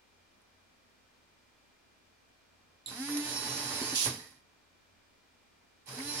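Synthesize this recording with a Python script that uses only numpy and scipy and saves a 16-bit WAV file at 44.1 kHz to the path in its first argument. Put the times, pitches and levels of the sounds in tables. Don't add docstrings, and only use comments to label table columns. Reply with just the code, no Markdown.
import sys
import numpy as np
from scipy import signal
from scipy.fft import rfft, irfft
from scipy.io import wavfile
from scipy.ndimage import uniform_filter1d

SR = 44100
rng = np.random.default_rng(int(sys.argv[2]) if len(sys.argv) > 2 else 0)


def wav_out(sig):
    wavfile.write(sys.argv[1], SR, np.round(np.clip(np.atleast_2d(sig).T, -1, 1) * 32767).astype(np.int16))


N = 273420
TIME, FREQS = np.arange(N) / SR, np.maximum(np.arange(N // 2 + 1) * SR / N, 1)


def from_db(db):
    return 10 ** (np.asarray(db) / 20)


def at_hz(points, hz):
    frequencies, values = np.transpose(points)
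    return np.interp(np.log(hz), np.log(frequencies), values)


def envelope(start, length, attack_s, t60):
    age = TIME - start
    return np.clip(age / attack_s, 0, 1) * from_db(-60 * np.clip((age - length) / t60, 0, 4))


def drift(rate):
    step = 40
    pole = np.exp(-2 * np.pi * rate * step / SR)
    slow = signal.lfilter([1], [1, -2 * pole, pole ** 2], rng.standard_normal(N // step + 2002))[2000:]
    return np.interp(np.arange(N) / step, np.arange(len(slow)), slow / np.sqrt(np.mean(slow ** 2)))


def resonances(modes, hz=FREQS):
    return sum(from_db(db) / (1 + ((hz - centre) / width) ** 2) for centre, width, db in modes)


def radiation(hz=FREQS, corner_hz=82):
    return 1 / np.sqrt(1 + (corner_hz / hz) ** 10)


def impacts(cycles, spread_db, ring_s, bed):
    force = from_db(spread_db * np.clip(rng.standard_normal(N), -2, 2))
    hits = np.diff(np.floor(cycles), prepend=0) * force ** 2
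    energy = signal.lfilter([1], [1, -np.exp(-2 / (ring_s * SR))], hits + 1e-18)
    average = uniform_filter1d(energy, size=4410) + 1e-9
    return np.sqrt((energy / average + bed) / (1 + bed))


# frequency in Hz, left minus right in dB.
ARM_BALANCE = [(300, 0), (900, 0), (1400, -5), (2800, 1), (4000, -6.5), (4900, -0.5), (6000, -6.5),
               (8000, -11), (9500, -18.5), (11000, -27.5), (13000, -9), (15000, -10.5)]


def microphones(hz):
    left = from_db(at_hz(ARM_BALANCE, hz))
    return np.array([left, np.ones_like(left)]) / np.sqrt((1 + left ** 2) / 2)


# frequency in Hz, likeness (1 same, -1 opposite).
ARM_LIKENESS = [(130, 1), (290, 0.96), (640, 0.75), (1410, 0.24), (3100, -0.091), (7000, -0.18),
                (15000, -0.88)]


def noise(gain, likeness=ARM_LIKENESS, hz=FREQS, from_arm=True):
    alike = np.clip(at_hz(likeness, hz), -.999, .999)
    mid, side = rfft(rng.standard_normal((2, 2 * len(hz) - 2)))
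    pair = np.sqrt(1 + alike) * mid + np.sqrt(1 - alike) * side * [[1], [-1]]
    out = irfft(pair * gain * (microphones(hz) if from_arm else 1))
    return out / np.std(out.mean(axis=0))


# frequency in Hz, relative level in dB.
ROOM_SPECTRUM = [(15, -8), (38, -22), (65, -12), (88, -1), (120, -8), (200, -3), (250, -2.5), (330, -4.5),
                 (1000, -7), (2000, -9), (5000, -14), (8500, -22), (13000, -29), (15500, -27.5)]
# frequency in Hz, likeness (1 same, 0 unrelated).
ROOM_LIKENESS = [(60, 0.76), (180, 0.22), (550, 0.091), (1650, 0.057), (4970, 0.02), (15000, 0.03)]
# pitch in Hz, level in dB, pitch wander in Hz.
ELECTRONIC_TONES = [(51.7, -83, .15), (88.4, -84, 0.52), (93, -88, .3), (254, -87.5, 0.68),
                    (2386, -81, 5.9), (4775, -93.5, 7.4), (8100, -98, 1)]


def background():
    out = from_db(-69) * noise(from_db(at_hz(ROOM_SPECTRUM, FREQS)), ROOM_LIKENESS, from_arm=False)
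    for hz, db, wander_hz in ELECTRONIC_TONES:
        cycles = np.cumsum(hz + wander_hz * drift(15)) / SR
        out += from_db(db) * np.sqrt(2) * np.sin(2 * np.pi * cycles)
    return out


def room_echo(sound, t60, wet_db, size=16384):
    age = np.arange(size) / SR
    tail = rng.standard_normal((2, size)) * from_db(-60 * age / t60) * (age > .004)
    band = signal.butter(2, [450, 7000], "band", fs=SR, output="sos")
    tail = signal.sosfilt(band, tail / np.sqrt(np.sum(tail[0] ** 2)))
    return sound + from_db(wet_db) * signal.fftconvolve(sound, tail, axes=1)[:, :N]


# pitch in Hz, pitch wander in Hz, relative level in dB.
SQUEAK_TONES = [(3780, 82, 1.5), (3990, 129, 0.5), (7460, 132, -1), (11020, 190, 2)]


def shaft_squeak(start=2.8598):
    age, out = np.clip(TIME - start, 0, .1), 0
    for hz, wander_hz, db in SQUEAK_TONES:
        cycles = np.cumsum(hz + wander_hz * drift(300)) / SR + rng.random((2, 1)) / 4
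        tone = microphones(hz)[:, None] * np.sin(2 * np.pi * cycles)
        hiss = 0.5 * noise(resonances([(hz, 220, 0)]))
        fade_db = -85 * age * (hz / SQUEAK_TONES[0][0] - 1)
        out += from_db(db + fade_db + 2 * drift(150)) * (tone + hiss)
    level_db = -50 + 11.5 * np.exp(-age / .01)
    return from_db(level_db) * envelope(start, length=.036, attack_s=.002, t60=.19) * out


STRAIN_AT_S, STRAIN_S, STRAIN_ATTACK_S = 3.935, 0.11, .026
# frequency in Hz, relative level in dB.
RASP_SPECTRUM = [(1700, -37), (2500, -9.5), (3100, -7), (4000, -4), (5800, -2), (7400, -5.5), (8100, -13),
                 (9400, -4), (10700, -3), (12000, -15), (13500, -21), (15700, -21)]


def end_stop_rasp():
    teeth = np.cumsum(880 * from_db(1.5 * drift(40))) / SR
    scrape = noise(from_db(at_hz(RASP_SPECTRUM, FREQS)))
    scrape *= impacts(teeth, spread_db=3, ring_s=.0015, bed=.6)
    return from_db(-31.5) * envelope(STRAIN_AT_S, STRAIN_S, STRAIN_ATTACK_S, t60=0.32) * scrape


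def frame_thud(start=4.062, db=-26.5, hz=128, attack_s=0.0115, t60=.3):
    age = np.maximum(TIME - start, 0)
    return from_db(db - 60 * age / t60) * (1 - np.exp(-age / attack_s)) * np.sin(2 * np.pi * hz * age)


# start in seconds, relative level in dB,
# centre in Hz, width in octaves, seconds to fade by 60 dB.
KNOCKS = [(0.417, -66, 10000, .3, 0.014), (2.863, -52.5, 228, 0.38, 0.59), (3.086, -39, 1400, 0.35, 0.044),
          (3.171, -34, 6530, 1.2, 0.04), (3.171, -34, 11040, 0.023, 0.12), (3.815, -34.5, 304, 0.3, 0.17),
          (3.925, -37.5, 280, 0.35, 0.16), (4.053, -30, 10500, .4, 0.15), (4.058, -34, 600, 2.5, 0.18),
          (4.069, -40, 1090, 1.4, 0.1364), (4.088, -36.5, 300, 0.92, 0.16), (4.19, -57, 1890, 0.084, 0.55),
          (5.859, -55, 9300, 0.27, .04), (5.887, -45.5, 3500, 2.4, 0.042), (5.931, -47, 440, 0.079, 0.68),
          (6.002, -40.5, 2150, 0.13, 0.033)]


def knocks(size=16384):
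    out, age = np.zeros((2, N + size)), np.arange(size) / SR
    hz = np.maximum(np.arange(size // 2 + 1) * SR / size, 1)
    frame = from_db(9.5) * resonances(FRAME_MODES, hz)
    body = radiation(hz) * (frame + resonances(SHELL_MODES, hz) + from_db(at_hz(WHIRR_SPECTRUM, hz)))
    for start, db, centre_hz, octaves, t60 in KNOCKS:
        band = np.exp(-.5 * (np.log2(hz / centre_hz) / octaves) ** 2)
        rise = 1 - np.exp(-2 * age * centre_hz)
        at = round(start * SR)
        out[:, at:at + size] += from_db(db - 60 * age / t60) * rise * noise(body * band, hz=hz)
    return signal.sosfilt(signal.butter(10, 11600, fs=SR, output="sos"), out[:, :N] + 1e-18)


# pitch in Hz, width in Hz, relative level in dB.
FRAME_MODES = [(82.3, 7, -4.5), (98.7, 12, -7), (128.3, 4.9, 10.5), (181, 30, -20.5), (256.6, 26, 0)]
# start in seconds, length in seconds, relative level in dB.
JUDDERS = [(2.873, 0.055, -58), (3.35, 0.064, -50.5), (3.445, 0.15, -48), (3.64, .11, -48),
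           (3.82, 0.12, -48.5), (4.045, 0.13, -47), (5.875, 0.12, -53.5), (6.04, .05, -54),
           (6.14, 0.023, -47)]


def frame_rumble(level_db):
    judder = sum(from_db(db) * envelope(start, length, attack_s=.015, t60=0.1505)
                 for start, length, db in JUDDERS)
    return np.hypot(from_db(level_db), judder) * from_db(-1.5) * noise(resonances(FRAME_MODES) * radiation())


def rotor_hum(turns, speed, load):
    widen = 1 + 5 * load ** 2
    modes = [(257.3, 8.1 * widen, 2.2), (291.2, 2.3 * widen, 0.87)]
    shake = resonances(modes, speed) + from_db(-33.5)
    keep = np.exp(-1 / (0.023 * SR))
    shake = signal.lfilter([1 - keep], [1, -keep], shake)
    loose = 0.32 * load ** 3
    blur = noise(resonances([(283.4, 48.5, 0)]))
    return shake * (np.sqrt(1 - loose) * np.sin(2 * np.pi * turns) + np.sqrt(loose) * blur)


# start in seconds, length in seconds.
JOLTS = [(2.862, 0.078), (3.086, 0.11), (5.856, 0.15)]


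def rattle_share(load):
    jolted = sum(envelope(start, length, attack_s=0.0039, t60=0.19) for start, length in JOLTS)
    return np.clip(0.044 + load ** 3 + jolted, 0, 1)


# pitch in Hz, width in Hz, relative level in dB.
SHELL_MODES = [(330, 61, -7), (437, 49, 6), (620, 80, -1), (778, 40, -2.5), (830, 67, -0.5), (941, 11, 8),
               (1058, 28, 8), (1217, 54, 1.5), (1482, 76, -4), (1700, 250, 1.5), (1910, 49, 2.5),
               (2140, 70, -3.5), (2330, 45, -2), (2634, 70, -4)]


def gear_chatter(turns, rattle):
    shell = noise(resonances(SHELL_MODES))
    return np.sqrt(rattle) * shell * impacts(turns / 2, spread_db=7.5, ring_s=0.022, bed=1)


# frequency in Hz, relative level in dB.
WHIRR_SPECTRUM = [(1400, -34.5), (2500, -2.5), (3400, -9), (4000, -5), (5200, 2), (6300, -4.5), (7300, -6),
                  (8100, -13), (9400, -1), (10700, 0), (12000, -8), (13000, -21.5), (15500, -21)]
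# pitch in Hz, width in Hz, relative level in dB.
WHEEL_MODES = [(3176, 77, -6), (3960, 104, 1.5), (4750, 119.5, -5.5)]


def gear_whirr(turns):
    wheels = noise(from_db(at_hz(WHIRR_SPECTRUM, FREQS)) + resonances(WHEEL_MODES))
    return wheels * impacts(3 * turns, spread_db=1, ring_s=0.0018, bed=0.52)


# multiple of the speed (rounded when played), relative level in dB
# with no load, relative level in dB at full load.
OVERTONES = [(2, -21, -19), (3, -17, -9.5), (4, -25, -26.5), (5, -17.5, -14.5), (6, -11, -20),
             (7, -11, -19.5), (8, -16, -20.5), (9.33, -23, -25), (10, -24.5, -21.5), (11, -19, -30.5),
             (12, -18, -26), (13, -22, -21), (14, -27, -17.5), (15, -24.5, -16.5), (17, -20, -15),
             (18, -24, -16), (18.95, -18.5, -19.5), (20, -16, -23), (21, -27, -16), (22, -34, -16.5),
             (23, -20, -19), (24, -25.5, -24.5), (25, -28, -16), (26, -36, -22.5), (30, -13, -21.5),
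             (31, -32, -23.5), (32, -24, -16), (32.9, -8.5, -21.5), (34, -14, -24), (35, -25, -16),
             (36, -7, -14), (37, -33, -35), (38, -17, -29.5), (39, -5, -40), (40, -28, -45), (41, -23, -37)]
# start in seconds, length in seconds,
# multiple of the speed, boost in dB.
WHISTLES = [(3.08, 0.1, 20, 8.5), (3.3, .19, 19, 13), (3.349, 0.22, 14, 9), (3.456, 0.12, 20, 15.5),
            (3.56, 0.072, 19, 13), (3.647, 0.27, 18, 4.5), (3.83, .08, 17, 9), (6.044, 0.065, 14, 18),
            (6.066, 0.081, 19, 10), (6.1, .1, 18, 7), (6.092, 0.14, 17, 4.5)]


def rotor_whine(turns, speed, load, low_db, high_db):
    started = TIME > RUNS[0][0]
    jitter = .0022 * (1 + load) * drift(25)
    out, phase = np.zeros((2, N)), 2 * np.pi * (turns + jitter)[started]
    top_speed = speed.max()
    too_slow_db = -np.maximum(.98 * top_speed - speed, 0) / 3
    mesh_db = np.clip(-120 * (TIME - STRAIN_AT_S), -30, 0) * (TIME < RUNS[1][0])
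    for multiple, light_db, loaded_db in OVERTONES:
        hz = multiple * top_speed
        base_db = low_db if hz < SHELL_MODES[-1][0] else high_db + too_slow_db
        whistle_db = sum(db * envelope(start, length, attack_s=.03, t60=0.19)
                         for start, length, singing, db in WHISTLES if round(singing) == round(multiple))
        overtone_db = light_db + load * (loaded_db - light_db)
        swell = from_db(base_db + overtone_db + whistle_db + mesh_db + 3 * drift(13))[started]
        right_shift = np.arccos(np.clip(at_hz(ARM_LIKENESS, hz), -1, 1)) * rng.choice([-1, 1])
        offsets = rng.uniform(0, 2 * np.pi) + np.array([[0], [right_shift]])
        out[:, started] += microphones(hz)[:, None] * swell * np.sin(round(multiple) * phase + offsets)
    return out


# time in seconds, turns per second.
FULL_SPEED = [(3.1, 291.6), (3.184, 291.0), (3.262, 297.0), (3.378, 288.0), (3.6, 288.2), (3.87, 294.7)]
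# power on, power off and start of lifting in seconds, load before lifting
# from 0 to 1, relative level in dB, extra hum in dB.
RUNS = [(2.862, 4.049, 3.195, 0.19, 0, 0.5), (5.856, 6.3, 6.06, 0.21, -0.5, -3)]


def motor_motion(kick_hz=128, spin_up_s=.255, brake_hz_per_s=713):
    full_speed = np.interp(TIME, *np.transpose(FULL_SPEED))
    state = np.zeros((5, N))
    for on, off, lift, idle_load, db, extra_hum_db in RUNS:
        coast_s = np.maximum(TIME - off, 0)
        lag = np.clip(1 - (TIME - on) / spin_up_s, 0, 1) ** 2
        speed = np.maximum(full_speed + (kick_hz - full_speed) * lag - brake_hz_per_s * coast_s, 0)
        lifted = np.clip((TIME - lift) / 0.097, 0, 1)
        working_load = 0.81 + 0.32 * (TIME - lift)
        load = np.clip(idle_load + lifted * (working_load - idle_load), 0, 1)
        gain = from_db(db) * np.clip((TIME - on) / 0.026, 0, 1) * np.minimum(speed / 45, 1)
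        state = np.where(TIME >= on, [speed, load, coast_s, gain, np.full(N, extra_hum_db)], state)
    return state


def motor_and_gearbox():
    speed, load, coast_s, gain, extra_hum_db = motor_motion()
    turns, rattle = np.cumsum(speed) / SR, rattle_share(load)
    decades = np.log10(np.maximum(speed, 1) / speed.max())

    def level(db, speed_db, load_db, fade_db):
        return db + speed_db * decades + load_db * load - fade_db * coast_s

    hum_db = level(-27.5, speed_db=1.5, load_db=-29, fade_db=7) + extra_hum_db
    chatter_db = level(-49.44, speed_db=30, load_db=4.5, fade_db=39)
    whirr_db = level(-47, speed_db=20.5, load_db=5, fade_db=47)
    low_whine_db = level(-39.5, speed_db=30, load_db=4.5, fade_db=39) - 4.5 * rattle
    high_whine_db = level(-37, speed_db=20.5, load_db=4, fade_db=47)
    hum = from_db(hum_db) * rotor_hum(turns, speed, load)
    whine = rotor_whine(turns, speed, load, low_whine_db, high_whine_db)
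    chatter = from_db(chatter_db) * gear_chatter(turns, rattle)
    whirr = from_db(whirr_db) * gear_whirr(turns)
    rumble = frame_rumble(level(-62, speed_db=10, load_db=9, fade_db=26.5))
    jam = from_db(-5 * envelope(STRAIN_AT_S, STRAIN_S, STRAIN_ATTACK_S, t60=0.044))
    return gain * jam * (hum + whine + chatter + whirr + rumble)


def scene():
    arm = motor_and_gearbox() + end_stop_rasp() + shaft_squeak() + knocks() + frame_thud()
    arm = signal.sosfilt(signal.butter(4, 58, "high", fs=SR, output="sos"), arm + 1e-18)
    return room_echo(arm, t60=.25, wet_db=-11) + background()


def record(dry):
    return irfft(rfft(dry) / np.sqrt(1 + (FREQS / 15800) ** 300))


dry = scene()
out = record(dry)
wav_out(out)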